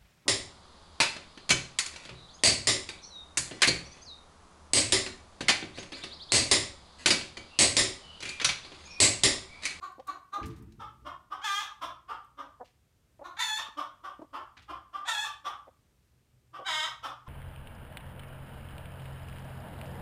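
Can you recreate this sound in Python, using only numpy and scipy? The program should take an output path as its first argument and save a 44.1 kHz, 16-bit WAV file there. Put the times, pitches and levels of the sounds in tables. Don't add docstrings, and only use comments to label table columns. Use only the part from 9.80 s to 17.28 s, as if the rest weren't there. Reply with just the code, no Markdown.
import sys
import numpy as np
from scipy import signal
from scipy.fft import rfft, irfft, next_fast_len
from scipy.io import wavfile
from scipy.ndimage import map_coordinates

SR = 44100
rng = np.random.default_rng(int(sys.argv[2]) if len(sys.argv) > 2 else 0)


def to_wav(sig):
    pcm = np.clip(np.atleast_2d(sig), -1, 1) * 32767
    pcm = np.round(pcm).astype(np.int16)
    wavfile.write(sys.argv[1], SR, pcm.T)


def ratio_of_db(decibels):
    return 10 ** (np.asarray(decibels, float) / 20)


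N = 329854

# (time [s], pitch [Hz])
PITCH_CURVES = [
    [(1.612, 717), (1.645, 866.7), (1.665, 861), (1.68, 790.6), (1.75, 801), (1.79, 830.6), (1.815, 891),
     (1.84, 913)],
    [(3.566, 736), (3.596, 965), (3.64, 891), (3.7, 858.5), (3.74, 865.5), (3.785, 911), (3.81, 934)],
    [(5.248, 742), (5.275, 916), (5.31, 920), (5.335, 863.6), (5.365, 834), (5.41, 861.3), (5.44, 907),
     (5.48, 875)],
    [(6.845, 710), (6.858, 778), (6.875, 781.4), (6.892, 641.3), (6.93, 617), (7.015, 619), (7.05, 639.7),
     (7.08, 610)],
]


def unit(x):
    return x / np.sqrt(np.mean(x ** 2) + 1e-20)


def along(points, hz):
    f, value = np.transpose(points)
    return np.interp(np.log(hz + 1), np.log(f + 1), value)


def wobble(n, rate):
    knots = rng.standard_normal(int(n * rate / SR) + 4)
    return map_coordinates(knots, [np.arange(n) * rate / SR])


def filtered(x, response):
    m = next_fast_len(len(x) + 4096)
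    spectrum = rfft(x, m) * response(np.fft.rfftfreq(m, 1 / SR))
    return irfft(spectrum, m)[:len(x)]


def add(track, s, x):
    start = max(round(s * SR), 0)
    track[start:start + len(x)] += x[:len(track) - start]


def syrinx(beat_hz, odd, rough, jitter):
    n = len(beat_hz)
    rough = np.clip(rough, 0, 1)
    wavering_hz = beat_hz * (1 + jitter * rough * wobble(n, 118.33))
    phase = 2 * np.pi * np.cumsum(wavering_hz) / SR
    k = np.arange(1, int(17000 / np.median(beat_hz)))[:, None]
    spread = 0.08 * k ** 2
    level = np.where(k % 2, odd, 1)
    pulses = unit(np.sum(level * np.cos(k * phase + spread), axis=0))
    air = unit(rng.standard_normal(n) * (0.95 + np.cos(phase)))
    uneven_size = ratio_of_db(8 * rough * wobble(n, 90))
    return (pulses + 1.3 * rough * air) * uneven_size


def house(x, direct_db):
    # (frequency [Hz], time to fall by 60 dB [s])
    ring_times = [(250, 0.26), (1000, .42), (3500, 0.33), (7000, 0.29), (14000, 0.24)]
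    # (delay [s], spread [s], level [dB])
    delay, spread, wall_db = (.078, .012, -4)
    hz, t, z = signal.stft(rng.standard_normal(int(0.6 * SR)), SR, nperseg=256)
    dullness = 1 + (hz[:, None] / 2500) ** 2
    echoes = ratio_of_db(wall_db) * np.exp(-((t - delay) / spread) ** 2) / dullness
    build = 1 - np.exp(-t / 0.0013) + echoes
    decay = ratio_of_db(-60 * t / along(ring_times, hz)[:, None])
    tail = signal.istft(z * build * decay, SR, nperseg=256)[1]
    tail /= np.linalg.norm(tail)
    tail[0] += ratio_of_db(direct_db)
    return signal.fftconvolve(x, tail)


def background():
    # (frequency [Hz], level per Hz [dB])
    air_tone = [(20, -43.5), (35, -3.5), (60, 2.5), (129, -5), (160, -16.5), (400, -23.5), (785, -31),
                (2400, -34), (3950, -36.5), (8000, -38.5), (10700, -42), (15600, -48)]
    t = np.arange(N) / SR

    def noise(response):
        return unit(filtered(rng.standard_normal(N), response))

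    hiss_db = -74.5 + 0.85 * wobble(N, 5.5)
    hiss = ratio_of_db(hiss_db) * noise(lambda hz: ratio_of_db(along(air_tone, hz)) * (hz > 150))
    rumble_db = -71 + 1.2 * wobble(N, 2.4)
    rumble = ratio_of_db(rumble_db) * noise(lambda hz: ratio_of_db(along(air_tone, hz)) * (hz < 160))
    hum_db = np.clip(-81.5 + 12 * (t - 5.6), -81.5, -67)
    hum = ratio_of_db(hum_db) * noise(lambda hz: np.exp(-((hz - 126) / 9) ** 2))
    return hiss + rumble + hum


def thuds():
    # (time [s], level [dB])
    steps = [(.614, -42.5), (.635, -42), (.659, -45), (.8, -49.5), (0.981, -51), (1.221, -55), (2.05, -59),
             (2.3, -68), (4.77, -58), (4.902, -58), (7.219, -61)]
    # (frequency [Hz], level [dB], time to fall by 60 dB [s])
    board_tones = [(66, -1.5, 1), (82, -18.5, 0.59), (116.5, -1, 0.92), (158, -8, 0.91),
                   (210.6, -10.5, 1.2), (271.4, -3, 0.54), (335, -7.5, 0.93), (435, -8, 0.57)]
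    out, t = np.zeros(N), np.arange(SR) / SR
    loudest_db = max(db for _, db in steps)
    for s, db in steps:
        dull_db = 0.25 * (loudest_db - db)
        ring = np.zeros(SR)
        for hz, level, t60 in board_tones:
            tone_db = level - dull_db * np.log2(hz / 65) + rng.normal(0, 0.67)
            tone = np.sin(2 * np.pi * hz * t + 2.5 * wobble(SR, 18))
            ring += ratio_of_db(tone_db - 60 * t / t60) * tone
        add(out, s, ratio_of_db(db) * ring * (1 - np.exp(-t / 0.0013)))
    return out


def shuffles():
    # (time [s], level [dB], time to fall by 60 dB [s], centre frequency [Hz])
    bursts = [(0.122, -62, 0.037, 5000), (.2, -51, 0.03, 2480), (.274, -45, .034, 6800),
              (.62, -57.5, 0.83, 1110), (0.631, -44.5, 0.12, 1950), (.659, -52.5, .11, 5830),
              (0.701, -61, 0.17, 2970), (.762, -61, 0.092, 4500), (.784, -64, 0.074, 5000),
              (0.824, -62, .05, 8900), (.924, -53.5, 0.032, 3400), (2.445, -66.5, .04, 7060),
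              (2.848, -64, 0.28, 2530), (4.419, -61, 0.039, 3030), (4.77, -51, .2, 1800),
              (4.823, -56, .1, 2500)]
    out, t = np.zeros(N), np.arange(SR // 2) / SR
    for s, db, t60, centre_hz in bursts:
        grains = rng.standard_normal(len(t)) * ratio_of_db(2.6 * wobble(len(t), 460))
        crackle = unit(filtered(grains, lambda hz: ratio_of_db(-5.5 * np.log2((hz + 50) / centre_hz) ** 2)))
        envelope = ratio_of_db(db - 60 * t / t60) * (1 - np.exp(-t / 0.003))
        add(out, s - 0.003, envelope * crackle)
    return out + ratio_of_db(-9) * house(out, direct_db=-12)[:N]


def murmurs():
    # (time [s], peak level [dB], pitch [Hz], length [s], throat resonance [Hz])
    calls = [(0.185, -42, 310, 0.011, 322), (0.194, -36.5, 312, 0.045, 583),
             (0.563, -36.5, 322, 0.088, 310), (2.799, -33.5, 287.8, 0.063, 573),
             (3.396, -43.5, 301, .022, 600), (3.413, -37, 289, 0.034, 575), (3.885, -53, 308, 0.017, 290),
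             (4.396, -39.5, 328, 0.027, 325), (4.419, -36.5, 309, .028, 343), (4.443, -48, 290, 0.023, 320),
             (5.874, -52, 295, 0.016, 580), (5.878, -46, 292, 0.035, 580), (6.785, -38, 290.4, 0.072, 560)]
    out = np.zeros(N)

    def peak(f, centre, width):
        return 1j * f * width / (centre * centre - f * f + 1j * f * width)

    for s, db, pitch_hz, length, throat_hz in calls:
        u = np.linspace(0, 1, int(length * SR))
        beat = pitch_hz * (1 - 0.4 * (u - 0.7) ** 2)
        swell = np.sin(np.pi * u ** 0.63) ** 1.9
        voice = np.pad(swell * syrinx(beat, 1, 0.49, jitter=0.23), (0, 900))
        effort = ratio_of_db(0.68 * (db + 28))

        def throat(f):
            upper = peak(f, 880, 400) - 0.17 * peak(f, 1800, 300)
            closed_beak = (1 + 1j * f / 2000) ** 2 * (1 + (f / 2500) ** 4)
            return (peak(f, throat_hz, 220) - effort * upper) / closed_beak

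        voice = filtered(voice, throat)
        add(out, s - 0.006, ratio_of_db(db) * voice / np.abs(voice).max())
    return out + ratio_of_db(-24) * house(out, direct_db=-12)[:N]


def clucks():
    # (time [s], level [dB], pitch [Hz], roughness [0-1], second resonance [Hz])
    calls = [(.008, -43, 396.3, 0.16, 4220), (.271, -40.5, 400.5, 0.27, 4100),
             (.524, -38, 412.5, 0.32, 3900), (0.997, -45, 432.8, 0.27, 3340),
             (1.252, -42.5, 390.3, 0.41, 3280), (1.508, -41, 384.8, 0.36, 3300),
             (1.815, -46.5, 394.3, 0.24, 3660), (2.014, -38.5, 381.3, .3, 3390),
             (2.284, -40.5, 408, 0.19, 3070), (2.577, -45, 359, 0.4, 3410), (3.439, -46, 385, 0.37, 3920),
             (3.779, -44, 404.2, .35, 3460), (3.975, -38.5, 379.5, 0.34, 3340),
             (4.237, -42.5, 393.1, .22, 3320), (4.534, -41, 397.5, 0.36, 3090),
             (4.884, -42, 394, .37, 3140), (5.133, -41, 387.7, 0.19, 3220), (5.442, -43.5, 411.4, .2, 3500),
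             (5.647, -38, 404.5, 0.4, 3410), (6.735, -45.5, 368.3, 0.26, 3160),
             (7.055, -48.5, 400.5, 0.42, 3470), (7.231, -39, 415.7, 0.42, 3330),
             (7.466, -48, 371, 0.27, 3330)]
    # (frequency [Hz], level [dB])
    closed_beak = [(130, -68.5), (290, -9), (420, -33.5), (560, -8.5), (720, -19.5), (900, -12.5),
                   (1180, -2), (1560, -19.5), (2000, -28.5), (2500, -29.5), (5000, -41), (9000, -45.5),
                   (15000, -55.5)]
    out, u = np.zeros(N), np.linspace(0, 1, round(0.04265 * SR))

    def bump(hz, centre_hz, width_hz):
        return np.exp(-((hz - centre_hz) / width_hz) ** 2)

    for s, db, pitch_hz, rough, second_hz in calls:
        waits = [max(s - rows[-1][0], 0) for rows in PITCH_CURVES if rows[0][0] < s]
        ajar = np.exp(-(min(waits, default=np.inf) / 0.18) ** 2)
        upper_db = -1.5 + 7.5 * np.log2(second_hz / 3300) + 12.5 * ajar
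        slide = 0.1162 + 0.4746 * rough
        beat = pitch_hz * (1 - slide * np.exp(-u / 0.2262) - 0.31 * slide * u ** 4)
        swell = np.sin(np.pi * u ** 1.234)
        pulses = syrinx(beat, 1.0, rough, jitter=0.262)

        def low_throat(hz):
            flatter = 1 - 0.25 * rough * (hz > 700)
            thinner_db = -8 * ajar * (hz < 450)
            return ratio_of_db(along(closed_beak, hz) * flatter + thinner_db) * (hz < 2200)

        def high_throat(hz):
            resonances_db = 14 * bump(hz, second_hz, 520) + 11 * bump(hz, 1.62 * second_hz, 700)
            return ratio_of_db(along(closed_beak, hz) + (upper_db + resonances_db)) * (hz >= 2200)

        low = filtered(np.pad(swell * pulses, 400), low_throat)
        high = filtered(np.pad(swell ** 1.11 * pulses, 400), high_throat)
        voice = (low + high) / np.std(low)
        add(out, s - 0.016, ratio_of_db(db) * house(voice, direct_db=-8))
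    return out


def squawks():
    # (end of the muffled start [s], end of the unsettled opening [s], level [dB]),
    # both times counted from the start of the squawk
    calls = [(0.021, 0.061, -35), (0.016, .085, -35), (0.02, .082, -36), (.009, .05, -34)]
    held_notes = [(.85, .03), (.03, .07), (.05, .085), (.9, .08)]
    # (frequency [Hz], level [dB])
    throats = ([(210, -58), (350, -32.5), (660, -46), (774, -20.5), (892, -9.5), (1210, -4), (1460, -7.5),
                (2800, -20.5), (3220, -5.5), (3960, -23), (6580, -20.5), (7960, -30), (15500, -47.5)], [(290, -70), (500, -31), (863, -8), (1350, -5.5), (1880, -4.5),
                                  (2230, -7.5), (3060, -17), (3530, -2), (5280, -21.5), (7030, -10.5),
                                  (7670, -26), (9650, -24), (15500, -41.5)], [(290, -65.5), (500, -26), (666, -1), (827, -8),
                                                    (1430, -2), (1750, -4), (2230, -13), (2500, -7.5),
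                                                    (2890, -18), (3430, -0.5), (4770, -19.5), (7030, -14),
                                                    (15500, -42.5)], [(160, -60), (280, -26.5),
                                                                      (586, -19.5), (742, -12), (954, -2),
                                                                      (2210, -6), (2490, -21.5),
                                                                      (2990, -5.5), (3850, -3.5),
                                                                      (4400, -26), (5030, -7.5),
                                                                      (5660, -28), (6580, -15),
                                                                      (15500, -50)])
    closing_s, settle_s, fade_s = 0.035, 0.022, 0.031
    out = np.zeros(N)
    for (muffled, opening, db), held, rows, throat in zip(calls, held_notes, PITCH_CURVES, throats):
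        s, pitch = np.transpose(rows)
        length = s[-1] - s[0]
        t = np.arange(0, length, 1 / SR)
        start = (1 - held[0]) * np.array([0.6, 0.3]) + [0, 0.09]
        manners = [start, (0.3, 0.22), held, held, (0.15 + 0.3 * held[0], 0.22)]
        stages = [opening - 2 * settle_s, opening - settle_s, opening,
                  length - closing_s - settle_s, length - closing_s]
        doubling, rough = (np.interp(t, stages, manner) for manner in np.transpose(manners))
        half_pitch = np.interp(t, s - s[0], pitch) / 2
        beats = syrinx(half_pitch, doubling, rough, jitter=0.12)
        voice = unit(filtered(beats, lambda hz: ratio_of_db(along(throat, hz))))
        treble = filtered(voice, lambda hz: hz ** 2 / (hz ** 2 + 3000 ** 2))
        voice -= treble * np.exp(-(t / 0.03) ** 2)
        edges = np.clip(np.minimum(t, length - t) / 0.0063, 0, 1)
        effort_times = [muffled, muffled + 0.012, opening, length - fade_s, length]
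        effort_db = -10.5 * t + np.interp(t, effort_times, [-8, 4, 0, 0, -13])
        add(out, s[0], house(voice * edges * ratio_of_db(db + effort_db), direct_db=0))
    return out


def scene():
    return (background() + thuds() + shuffles() + murmurs() + clucks() + squawks())[None]


def top_cut(x):
    return signal.sosfilt(signal.butter(12, 15760, fs=SR, output="sos"), x)


def record(dry):
    # (frequency [Hz], level [dB])
    microphone = [(20, -19.5), (45, 0.5), (8000, 0.5), (9700, 3), (10700, -2.5), (12500, 5.5), (15500, 0.5)]
    heard = filtered(dry[0], lambda hz: ratio_of_db(along(microphone, hz)))[None]
    return top_cut(heard)


dry = scene()
out = record(dry)
to_wav(out)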